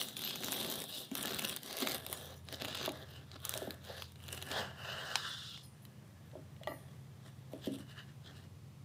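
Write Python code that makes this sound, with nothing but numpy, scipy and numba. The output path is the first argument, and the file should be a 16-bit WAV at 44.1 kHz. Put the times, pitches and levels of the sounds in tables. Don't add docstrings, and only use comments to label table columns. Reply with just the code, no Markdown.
import sys
import numpy as np
from scipy import signal
from scipy.fft import rfft, irfft
from scipy.io import wavfile
from scipy.ndimage import uniform_filter1d
from numba import njit

SR = 44100
rng = np.random.default_rng(int(sys.argv[2]) if len(sys.argv) > 2 else 0)


def wav_out(sig):
    wavfile.write(sys.argv[1], SR, np.round(np.clip(np.atleast_2d(sig).T, -1, 1) * 32767).astype(np.int16))


N = 389844
TIME = np.arange(N) / SR
STEP = 16

# (three envelope times [s], near the start, peak and end of a gesture; not always in that order,
# depth at the first time [dB], depth at the third time of rasp, crackle and song [dB],
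# depth at the third time of shake and crumb [dB],
# levels of rasp, board shake, crumb, crisp crackle and blade song [dB],
# rasp pitch at the first time [Hz], rasp pitch at the third time [Hz], rasp width [Hz], crumb pitch [Hz],
# board pitch [Hz], unevenness of the breaks [dB])
STROKES = [(0.0, -0.008, 0.1, -1, 9.5, 3.5, -43.5, -52, -58.5, -41, -63, 3520, 3800, 890, 1480, 326, 2.5),
           (0.178, 0.292, 0.35, 7, 3.5, -1, -42, -54.5, -56.5, -51.5, -49, 3320, 3560, 700, 1530, 229, 6),
           (0.442, 0.73, 0.82, 3.5, 8, 7.5, -44.5, -46, -54.5, -45, -63, 3540, 3400, 1180, 1560, 264, 4),
           (0.899, 0.97, 1.041, 4.5, 5, 2.5, -46.5, -57, -66, -51.5, -53, 3400, 3580, 704, 1630, 310, 3),
           (1.165, 1.303, 1.545, 6, 5, 9.5, -45, -48, -46.5, -45.5, -59, 3440, 3600, 1220, 1500, 310, 5.5),
           (1.669, 1.825, 1.943, 7, 2.5, 0.5, -44.5, -46, -48.5, -45, -67, 3700, 3600, 2000, 2050, 310, 5),
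           (2.05, 2.127, 2.327, 8, 7, 4.5, -53, -53.5, -59, -53, -56, 3340, 3550, 900, 1550, 420, 4),
           (2.496, 2.542, 2.6, 8.5, 24, 20, -49, -52.5, -55, -66, -58, 3580, 3630, 900, 1930, 420, 6),
           (2.61, 2.873, 2.81, 4, -7, 3, -48, -50.5, -51, -55.5, -62, 3400, 3600, 2190, 1540, 335, 5.5),
           (2.93, 2.96, 3.03, 4, 1.5, 0.5, -59, -57, -59.5, -66, -69.5, 3530, 3560, 890, 1720, 304, 3.5),
           (3.113, 3.17, 3.2, 5.5, 9, 0, -55, -61.5, -63.5, -66, -72, 3040, 2830, 614, 1630, 300, 3.5),
           (3.33, 3.367, 3.32, 4, -4, 2, -58, -62.5, -60, -85, -82, 3830, 3780, 895, 1576, 200, 7),
           (3.447, 3.564, 3.742, 1.5, 13, 8.5, -52.5, -60, -53.5, -52, -75, 3430, 3350, 1170, 1518, 467, 4),
           (3.866, 3.993, 4.043, 2, 2, 13, -55, -56, -56.5, -63, -63, 3000, 4300, 1900, 1600, 517, 4),
           (4.185, 4.326, 4.53, 17, 5.5, 1.5, -53.5, -57.5, -57.5, -55.5, -60, 2910, 3140, 704, 1600, 270, 4.5),
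           (4.524, 4.589, 4.74, 5, 23.5, 20.5, -41.5, -40, -42, -52.5, -73, 3330, 3100, 626, 1540, 715, 2.0),
           (4.789, 4.88, 5.116, 10, 1, 1, -45, -52, -47.5, -61, -70, 2900, 2830, 400, 1560, 630, 2),
           (5.155, 5.267, 5.554, 4.5, 6, 19.5, -43.5, -61.5, -47, -74, -67, 3520, 3430, 380, 1470, 410, 2.5)]
# (frequency [Hz], relative level [dB], decay time t60 at damping 1 [s])
BLADE = [(2860, -6, .15), (4230, -5, .15), (4915, -6, .12), (5190, -8, .08), (5949, -10, .08),
         (6935, -12, .2), (8856, -12, .1), (9335, -4, .25), (10070, -4, .07), (10560, 0, .22),
         (10910, -5, .12), (11970, -1, .15), (12500, -3, .1), (13390, -2, .15), (13750, -4, .1),
         (14630, -7, .08)]


def amp(db):
    return 10 ** (np.asarray(db) / 20)


def rms_one(x):
    return x / np.sqrt(np.mean(x ** 2) + 1e-20)


def in_time(rows):
    s, *columns = np.transpose(rows)
    return [np.interp(TIME, s, c) for c in columns]


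def slow_chance(rate):
    r = np.exp(-2 * np.pi * rate * STEP / SR)
    noise = rng.standard_normal(N // STEP + 4002)
    slow = signal.lfilter([1], [1, -2 * r, r * r], noise)[4000:]
    return rms_one(slow - slow.mean())


def at_full_rate(slow):
    return np.interp(np.arange(N) / STEP, np.arange(N // STEP + 2), slow)


def drift(rate):
    return at_full_rate(slow_chance(rate))


def swell(spread_db, rate):
    return at_full_rate(amp(spread_db * slow_chance(rate)))


def ring(clicks, hz, t60):
    r, w = amp(-60 / (t60 * SR)), 2 * np.pi * hz / SR
    return signal.lfilter([0, np.sin(w)], [1, -2 * r * np.cos(w), r * r], clicks + 1e-18)


@njit
def gliding(x, cosine, r):
    out = x.copy()
    for _ in range(2):
        y1 = y2 = x1 = x2 = 0.
        for i in range(len(x)):
            y = (1 - r[i] ** 2) / 2 * (out[i] - x2) + 2 * r[i] * cosine[i] * y1 - r[i] ** 2 * y2
            x2, x1, y2, y1 = x1, out[i], y1, y
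            out[i] = y
    return out


def resonances(x, peaks, moving_hz=None, width_hz=300, moving_db=0):
    out = 0
    if moving_hz is not None:
        cosine = np.cos(2 * np.pi * moving_hz / SR)
        radius = np.exp(-np.pi * width_hz / SR) * np.ones(N)
        out = amp(moving_db) * gliding(x, cosine, radius)
    for k, (hz, width, db) in enumerate(peaks):
        r = np.exp(-np.pi * width / SR)
        top = [(1 - r * r) / 2, 0, (r * r - 1) / 2]
        bottom = [1, -2 * r * np.cos(2 * np.pi * hz / SR), r * r]
        wander = swell(2.36, 6.3)
        out = out + (-1) ** k * amp(db) * wander * signal.lfilter(top, bottom, x)
    return rms_one(out)


def grains(per_s, spread_db, bed_db):
    sizes = amp(spread_db * np.minimum(rng.exponential(1, N), 4)) * rng.choice([-1, 1], N)
    breaks = sizes * (rng.random(N) < per_s / SR)
    breaks = breaks + amp(bed_db) * rng.standard_normal(N)
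    return breaks / np.sqrt(uniform_filter1d(breaks ** 2, size=SR // 4))


def shape(time_1, time_2, time_3, depth_1_db, depth_3_db):
    before_s, after_s, edge_db = 0.056, 0.099, 18.5
    times = [time_1 - before_s, time_1, time_2, time_3, time_3 + after_s, time_3 + 2 * after_s]
    levels = [-depth_1_db - edge_db, -depth_1_db, 0, -depth_3_db, -depth_3_db - edge_db, -60]
    return amp(np.interp(TIME, times, levels, left=-200, right=-200))


def contact():
    # (three envelope times [s], near the start, peak and end of a gesture; not always in that order)
    drags = [(5.75, 6.302, 6.9), (6.767, 6.89, 7.24), (7.306, 7.603, 8.1), (8.25, 8.406, 8.4)]
    # (rasp [dB], board shake [dB], crumb [dB], crisp crackle [dB], blade song [dB])
    drag_db = (-76.5, -71.5, -74.5, -77, -98)
    # (time [s], rasp [dB], board shake [dB], crumb [dB],
    # crisp crackle [dB], rasp pitch [Hz], rasp width [Hz], crumb pitch [Hz])
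    nudges = [(7.272, -63, -63, -65.5, -66, 3400, 700, 1900), (7.53, -74, -60, -85, -64, 3500, 800, 1750),
              (7.659, -46, -57, -59.5, -52.5, 3200, 550, 1800),
              (7.742, -53.5, -63, -73, -56, 3300, 800, 1750), (7.81, -58, -67, -67, -66, 3000, 400, 1600),
              (7.909, -56.5, -68, -62, -66, 2950, 300, 1800),
              (7.993, -50.5, -66.5, -51.5, -65, 2950, 450, 1720),
              (8.095, -65, -78, -67, -84, 3000, 300, 1720), (8.262, -66, -70, -66, -76, 3300, 1500, 1500),
              (8.292, -57, -62, -61, -70, 3050, 400, 1550), (8.368, -59.5, -71, -66, -70, 2900, 900, 1700),
              (8.44, -64.5, -68, -72, -75, 3050, 400, 1750)]
    drag_depth_db = 4
    rise_s, fall_s, edge_db = 0.047, 0.041, 19.5
    slid_rasp_hz, slid_width_hz = 3003, 320
    slid_crumb_hz = 1744
    slid_board_hz, slid_uneven_db = 270, 3.5

    gains, colour = np.zeros((5, N)), []
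    for (time_1, time_2, time_3, depth_1_db, treble_depth_db, body_depth_db, *levels,
         first_hz, third_hz, width_hz, crumb_hz, board_hz, uneven_db) in STROKES:
        treble = shape(time_1, time_2, time_3, depth_1_db, treble_depth_db)
        body = shape(time_1, time_2, time_3, depth_1_db, body_depth_db)
        gains += amp(levels)[:, None] * [treble, body, body, treble, treble]
        for s, hz in [(time_1, first_hz), (time_3, third_hz)]:
            colour.append((s, hz, width_hz, crumb_hz, board_hz, uneven_db))

    gains += amp(drag_db)[:, None] * sum(shape(*times, drag_depth_db, drag_depth_db) for times in drags)
    colour.append((drags[0][0], slid_rasp_hz, slid_width_hz, slid_crumb_hz, slid_board_hz, slid_uneven_db))

    for s, *levels in np.array(nudges)[:, :5]:
        near = slice(round((s - .2) * SR), round((s + .2) * SR))
        ahead = TIME[near] - s
        envelope = amp(-edge_db * np.maximum(-ahead / rise_s, ahead / fall_s))
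        gains[:4, near] += amp(levels)[:, None] * envelope
    colour += [(row[0], *row[5:], slid_board_hz, slid_uneven_db) for row in nudges]
    return gains, *in_time(colour)


def blade_song():
    rub = grains(500, 5.0, -5.0) * swell(5.1, 30.0)
    return rms_one(sum(swell(5.0, 7.0) * ring(rub, hz, 0.018) for hz, db, t60 in BLADE if hz > 5500))


def sawing(gains, rasp_hz, rasp_width_hz, crumb_hz, board_hz, uneven_db):
    # (centre [Hz], width [Hz], relative level [dB])
    board_peaks = [(135, 50, -8), (205, 70, -3), (270, 70, -4), (400, 120, -5), (590, 120, -4),
                   (780, 120, -7)]
    crumb_peaks = [(1004, 97, -2.5), (1226, 480, -7.5), (1710, 50, -1)]
    rasp_peaks = [(2900, 200, 1.5), (3080, 136, 1), (3500, 800, -3), (4100, 900, -11), (4600, 110, -3.5),
                  (4880, 2400, -9.5), (5960, 200, -9)]
    crackle_peaks = [(5700, 370, -1), (7440, 1800, -4), (10040, 5800, -1.5), (13800, 2600, 0),
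                     (15260, 1200, -2)]
    rasp_gain, shake_gain, crumb_gain, crisp_gain, song_gain = gains

    crumb_hz = crumb_hz * swell(0.2, 4.0)
    rasp_hz = rasp_hz * swell(0.35, 9.0)
    rasp_width_hz = np.maximum(rasp_width_hz, 100)
    uneven_db = np.clip(uneven_db, 0, 7)
    catch = amp(uneven_db * (0.35 * drift(63) + 0.45 * drift(210)))
    coarse = catch * grains(700, uneven_db, -8)
    fine = catch * grains(1500, 0.85 * uneven_db, 0.5)
    brittle = catch * grains(650, 1.24 * uneven_db, -13.5)
    sing_db = 7.5 - uneven_db

    crackle = resonances(0.38 * fine + brittle, crackle_peaks)
    lower = signal.sosfiltfilt(signal.butter(2, 10500, fs=SR, output="sos"), crackle)
    crackle = lower + (crackle - lower) * amp(-TIME)

    teeth = 0.42 * coarse + 0.81 * fine + 0.6 * brittle
    rasp = resonances(teeth, rasp_peaks, rasp_hz, width_hz=rasp_width_hz, moving_db=sing_db)
    crumb = resonances(coarse + 1.1 * fine, crumb_peaks, crumb_hz, width_hz=524, moving_db=sing_db - 1.5)
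    crust = rasp_gain * rasp + crumb_gain * crumb

    valley_hz, valley_width_hz = 2280, 550
    valley = signal.lfilter(*signal.iirpeak(valley_hz, valley_hz / valley_width_hz, fs=SR), crust)
    crust = crust - np.clip(1.1 - .19 * uneven_db, 0, .9) * valley

    push = signal.sosfilt(signal.butter(2, [45, 200], "band", fs=SR, output="sos"), swell(6.0, 21) * coarse)
    board = resonances(coarse, board_peaks, board_hz, width_hz=496, moving_db=7.5)
    shake = shake_gain * (amp(-12) * rms_one(push) + board)
    return shake + crust + crisp_gain * crackle + song_gain * blade_song()


def rumble():
    # (three envelope times [s], near the start, peak and end of a gesture, level [dB])
    swells = [(0.0, 0.78, 0.9, -51.5), (1.12, 1.4, 1.56, -51.5)]
    level = sum(amp(db) * shape(*times, 6, 5.5) for *times, db in swells)
    low = signal.sosfilt(signal.butter(2, [115, 225], "band", fs=SR, output="sos"), rng.standard_normal(N))
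    return level * swell(0.93, 5.6) * rms_one(low)


def air(spectrum, level_db):
    hz, db = np.transpose(spectrum)
    grid = np.maximum(np.arange(N // 2 + 1) * SR / N, 1)
    colour = amp(np.interp(np.log(grid), np.log(hz), db))
    return amp(level_db) * rms_one(irfft(rfft(rng.standard_normal(N)) * colour, N))


def room_air():
    # (frequency [Hz], relative density [dB per Hz])
    air_spectrum = [(24, -76), (40, -30), (71, -16), (123, -8.5), (198, -14.5), (225, -19), (526, -26.5),
                    (728, -29), (1140, -30), (1580, -37.5), (1980, -35), (3520, -37.5), (15800, -47)]
    bass_hz, bass_from_s, early_bass_db = 110, 2.2, -28
    steady = air(air_spectrum, -60)
    upper = signal.sosfiltfilt(signal.butter(3, bass_hz, "high", fs=SR, output="sos"), steady)
    return upper + (steady - upper) * np.where(TIME < bass_from_s, amp(early_bass_db), 1)


def side_hiss():
    # (frequency [Hz], relative density [dB per Hz])
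    hiss_spectrum = [(59, -67), (100, -20), (193, -5), (405, 2), (868, -3.5), (1600, -12), (5600, -8.5),
                     (15800, 2.5)]
    return air(hiss_spectrum, -77)


def engine():
    # (time [s], ninth order [dB], the other orders in common [dB])
    hum_levels = [(1.72, -99, -77), (1.95, -56.5, -59.5), (2.9, -55.5, -58.5), (4.1, -54, -59),
                  (4.7, -55, -54.5), (5.2, -70, -60), (6.5, -60, -57), (7.7, -63.5, -56.5),
                  (8.84, -56.5, -58)]
    # (time [s], cycles per second [Hz])
    speed = [(1.9, 9.4), (3.5, 9.61), (5.9, 9.89), (8.84, 10.27)]
    # (order [cycles per engine cycle], level relative to their common level [dB])
    orders = [(8, -12), (10, -12), (11, -5), (12, -21), (13, 0), (14, -6.5), (15, -3.5), (16, -11.5),
              (18, -38), (19, -14.5), (20, -27), (21, -9.5)]
    s = np.arange(N // STEP + 2) * STEP / SR
    levels = np.array(in_time(hum_levels + [(s[-1], *hum_levels[-1][1:])]))
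    ninth_db, others_db = levels[:, np.minimum(np.round(s * SR).astype(int), N - 1)]
    turn = 2 * np.pi * np.cumsum(np.interp(s, *np.transpose(speed))) * STEP / SR
    out = amp(ninth_db + 2.2 * slow_chance(3.0)) * np.sin(9 * turn + .4 * slow_chance(3.0))
    for order, db in orders:
        phase = order * turn + order ** 2
        out += amp(others_db + db + 1.7 * slow_chance(1.3)) * np.sin(phase + 0.78 * slow_chance(2.15))
    return signal.resample_poly(out, STEP, 1)[:N]


def snaps(crisp_gain):
    # (time [s], peak level [dB], treble share, limited to 0.97 of full amplitude [dB])
    crust_snaps = [(0.014, -18, -2), (0.0865, -22, 2), (0.1687, -26, -2.5), (0.193, -25, -1),
                   (0.219, -26, -1.5), (0.238, -25.5, -21), (0.2752, -28.5, -3.5), (0.309, -26, -8),
                   (0.3578, -19.5, -0.5), (0.4265, -30, -3), (0.4355, -22, -2), (0.445, -16, 0),
                   (0.4832, -27, -3), (0.5214, -14, 3), (0.527, -24, -6), (0.542, -28, -6),
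                   (0.566, -29, -4), (0.58, -26, -2), (0.613, -26, -3), (0.6285, -25, -2), (0.647, -25, -4),
                   (0.665, -26, -1), (0.7155, -20, 1), (0.739, -25, -1), (0.757, -24, 3), (.803, -27, 0),
                   (.82, -20, 8), (0.84, -20, 3), (1.003, -29, 1), (1.115, -29, -1), (1.1531, -13, -1),
                   (1.21, -27, -2), (1.237, -27, -3), (1.2728, -20, -1), (1.28, -23, -3), (1.296, -26, -2),
                   (1.309, -28, -2), (1.323, -27, -2), (1.333, -29, -8), (1.346, -19, -1),
                   (1.3875, -25, -3), (1.392, -20, -1), (1.42, -28, -2), (1.448, -18, -1.5),
                   (1.5, -25, -1.5), (1.527, -27, -1), (1.564, -16.5, -0.5), (1.57, -28, -4),
                   (1.666, -38, 0), (1.769, -21, 0), (1.806, -30, 0), (1.814, -25, -1), (1.8228, -20, -2.5),
                   (1.827, -21, -2), (1.865, -25, -1), (1.8723, -20, -3), (1.886, -26, 0), (1.906, -27, -2),
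                   (1.913, -28, -2), (1.98, -34, 0), (2.065, -19, -1), (2.1106, -34, 2.5),
                   (2.1283, -14, -.1), (2.487, -31, -5), (2.5266, -23, -1.5), (2.557, -32, 1),
                   (2.6, -36, -8), (2.616, -29, -6), (2.621, -24, -4.5), (2.648, -22, -2), (2.654, -28, -4),
                   (2.707, -34, -9), (2.751, -27, -3), (2.754, -28, -3), (2.77, -28, -2), (2.829, -32, -6),
                   (2.852, -24, -3), (2.86, -18, -1), (2.892, -24, -2.5), (2.92, -30.5, 3),
                   (3.316, -36, -10), (3.452, -12.5, -.1), (3.494, -10.5, -.1), (3.539, -16, -1),
                   (3.5762, -17, -.1), (3.707, -24.5, -1.5), (3.85, -35, 0), (4.022, -30, -3.5),
                   (4.121, -38, 3), (4.158, -41, -3), (4.203, -42, -2), (4.239, -42, -6), (4.269, -43, -3),
                   (4.2821, -26, -1), (4.2885, -31, -3), (4.344, -35, -3), (4.376, -34, -6),
                   (4.417, -33, -12), (4.425, -24, -2), (4.5152, -24, -14), (5.156, -14.5, -6.5),
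                   (5.5762, -39, -10), (5.852, -34, -0.5), (6.315, -51, -8), (6.565, -51, -11),
                   (6.6343, -38, -6), (6.6733, -31, -2), (7.5327, -40, -2), (7.642, -45, -5),
                   (7.748, -40, -2), (7.786, -39, -2)]
    length = 800
    out, t = np.zeros(N + length), np.arange(length) / SR

    small = 120
    over_db, spread_db, small_treble_db = 7, -3.5, -3
    when = STROKES[-1][2] * rng.random(small) ** 1.6
    luck = rng.standard_normal(small)
    crackle_db = 20 * np.log10(crisp_gain[(when * SR).astype(int)] + 1e-9)
    peak_db = crackle_db + over_db + spread_db * luck
    breaks = [(s, db, small_treble_db) for s, db in zip(when, peak_db)] + list(crust_snaps)
    count = len(breaks)

    splinters, splinter_spread_db, splinter_t60_s = .17, 3, .013
    bursts = splinters * rng.standard_normal((count, length)) * amp(-60 * t / splinter_t60_s)
    bursts *= amp(splinter_spread_db * rng.standard_normal((count, 1)))
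    bursts[:, 0] = -1
    bursts = signal.lfilter(*signal.butter(2, 700, "high", fs=SR), bursts)

    clean = bursts * np.where(t > .0003, 0.45, 1)
    treble_filter = signal.butter(2, 4000, "high", fs=SR)
    flake_hz = rng.uniform(7250, 14700, count)
    ticks = [signal.lfilter(*treble_filter, one) + 0.13 * ring(one, hz, 0.0033)
             for one, hz in zip(clean, flake_hz)]
    bodies = [ring(one, hz, 0.0018) for one, hz in zip(bursts, rng.uniform(3100, 4500, count))]
    cracks = bodies + .5 * ring(bursts, 7050, 0.00085) + 0.56 * ring(bursts, 540, 0.0014)

    for (s, db, treble_db), tick, crack in zip(breaks, ticks, cracks):
        share = min(amp(treble_db), .97)
        snap = share * tick / np.abs(tick).max()
        snap = snap + np.sqrt(1 - share ** 2) * crack / np.abs(crack).max()
        at = round(s * SR)
        out[at:at + length] += amp(db) * snap / np.abs(snap).max()
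    return out[:N]


def struck(blows, modes, scatter_db, rattle, rattle_s, rise_cycles):
    out, t = np.zeros(N + SR), np.arange(SR // 3) / SR
    hz, db, t60 = np.transpose(modes)[:, :, None]
    chance = rng.standard_normal((len(blows), 2, len(modes), 1))
    rattles = rng.standard_normal((len(blows), len(t))) ** 3 * rattle * amp(-60 * t / rattle_s)
    for (s, peak_db, colour_hz, octaves, damping), (luck, sign), contacts in zip(blows, chance, rattles):
        off_colour_db = 6.9 * (np.log2(hz / colour_hz) / octaves) ** 2
        gain = np.sign(sign) * amp(db + scatter_db * luck - off_colour_db)
        sound = np.sum(gain * amp(-60 * t * damping / t60) * np.sin(2 * np.pi * hz * t), axis=0)
        sound *= 1 - np.exp(-t * colour_hz / rise_cycles)
        contacts[0] = 1
        sound = signal.fftconvolve(sound, contacts)
        at = round(s * SR)
        out[at:at + len(sound)] += amp(peak_db) * sound / np.abs(sound).max()
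    return out[:N]


def blade_chinks():
    # (time [s], peak level [dB], colour [Hz], colour width [octaves], damping factor [1])
    touches = [(.239, -33, 12800, 0.051, 2.1), (.520, -36, 13700, 0.16, 3),
               (5.631, -53.5, 10410, 0.31, 2.08), (5.632, -56, 5300, 0.28, 1.9),
               (5.648, -58, 9350, 0.11, 0.59), (5.819, -59, 12800, 0.71, 2.327),
               (6.633, -54, 3400, 0.23, 2.8), (6.673, -47.5, 3200, 0.54, 5.2), (6.676, -52, 11100, 1, 0.44),
               (6.72, -53.5, 11400, 0.53, 0.49)]
    return struck(touches, BLADE, scatter_db=2.0, rattle=.03, rattle_s=.2, rise_cycles=1.5)


def board_knocks():
    # (time [s], peak level [dB], colour [Hz], colour width [octaves], damping factor [1])
    blows = [(1.115, -34, 212, 1, 6.9), (1.743, -43, 620, 0.72, 0.93), (1.821, -31.5, 327, 0.43, 8.9),
             (1.857, -36, 385, 1, 5), (2.094, -41, 514, 0.64, 4.1), (2.523, -43, 420, 0.53, 4.5),
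             (2.618, -36, 440, 0.9, 5), (2.645, -40.5, 394, 0.62, 5.4), (2.878, -26, 590, 1, 6.8),
             (3.555, -37, 547, 0.74, 1), (3.619, -31.5, 476, 0.61, 4.6), (3.674, -33.5, 423, 1, 4.8),
             (3.898, -39.5, 583, 0.53, 3.7), (6.332, -50, 560, 0.3, 3.7), (6.354, -39, 480, 0.6, 2.6),
             (6.37, -49, 310, 0.52, 2.3), (6.612, -45.5, 600, 0.2, 2.1), (6.6725, -25.5, 910, 0.9, 1.2),
             (6.69, -44, 310, 0.3, 1.2), (6.719, -37.5, 1000, 0.93, 2), (7.534, -34, 327, 0.99, 1.9),
             (7.67, -28.5, 321, 0.75, 3.7), (7.687, -42, 230, 0.44, 1.2), (7.749, -42.5, 255.5, 0.64, 2),
             (7.799, -45, 279, 0.91, 3.6)]
    # (frequency [Hz], relative level [dB], decay time t60 at damping 1 [s])
    board_modes = [(149, -29, 0.51), (201.7, 7, 0.26), (268.8, 2.5, 0.37), (323.4, 7, 0.15),
                   (402, 4.5, 0.11), (465, -1, 0.17), (572, 9, 0.1), (621, 10, 0.12), (655, 19, 0.027),
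                   (810, 11.5, 0.035), (966, 4, 0.034), (1176, 6.5, 0.067), (1340, -8, 0.17),
                   (1940, 21.5, 0.045), (2050, -9, 0.079), (2330, 5, 0.062)]
    return struck(blows, board_modes, scatter_db=-0.5, rattle=0.0053, rattle_s=0.3, rise_cycles=1.06)


def room(x):
    t60_s = 0.15
    t = np.arange(SR // 2) / SR
    noise = rng.standard_normal((2, len(t)))
    dull = signal.lfilter([.35], [1, -.65], noise)
    tail = dull * amp(-60 * t / t60_s) + .5 * noise * amp(-120 * t / t60_s)
    tail = tail * (t > .003)
    return signal.fftconvolve(x[None], tail / np.sqrt(np.sum(tail[0] ** 2)), axes=1)[:, :N]


def scene():
    wide_until_s, lean_db, lean_above_hz = 1.72, 1.16, 250
    wide_db, room_db = -28, -14.5
    gains, *colour = contact()
    near = sawing(gains, *colour) + rumble() + snaps(gains[3]) + blade_chinks() + board_knocks()
    tail, side_tail = room(near)
    mid = near + amp(room_db) * tail + engine() + room_air()
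    leaning = signal.lfilter(*signal.butter(1, lean_above_hz, "high", fs=SR), near)
    early_side = (amp(lean_db) - 1) / 2 * leaning + amp(wide_db) * side_tail
    side = (TIME < wide_until_s) * early_side + side_hiss()
    return np.array([mid + side, mid - side])


def record(dry):
    stop_hz = 16377
    low = signal.sosfilt(signal.butter(3, 60, "high", fs=SR, output="sos"), dry)
    return signal.sosfilt(signal.cheby2(14, 70, stop_hz, fs=SR, output="sos"), low)


dry = scene()
out = record(dry)
wav_out(out)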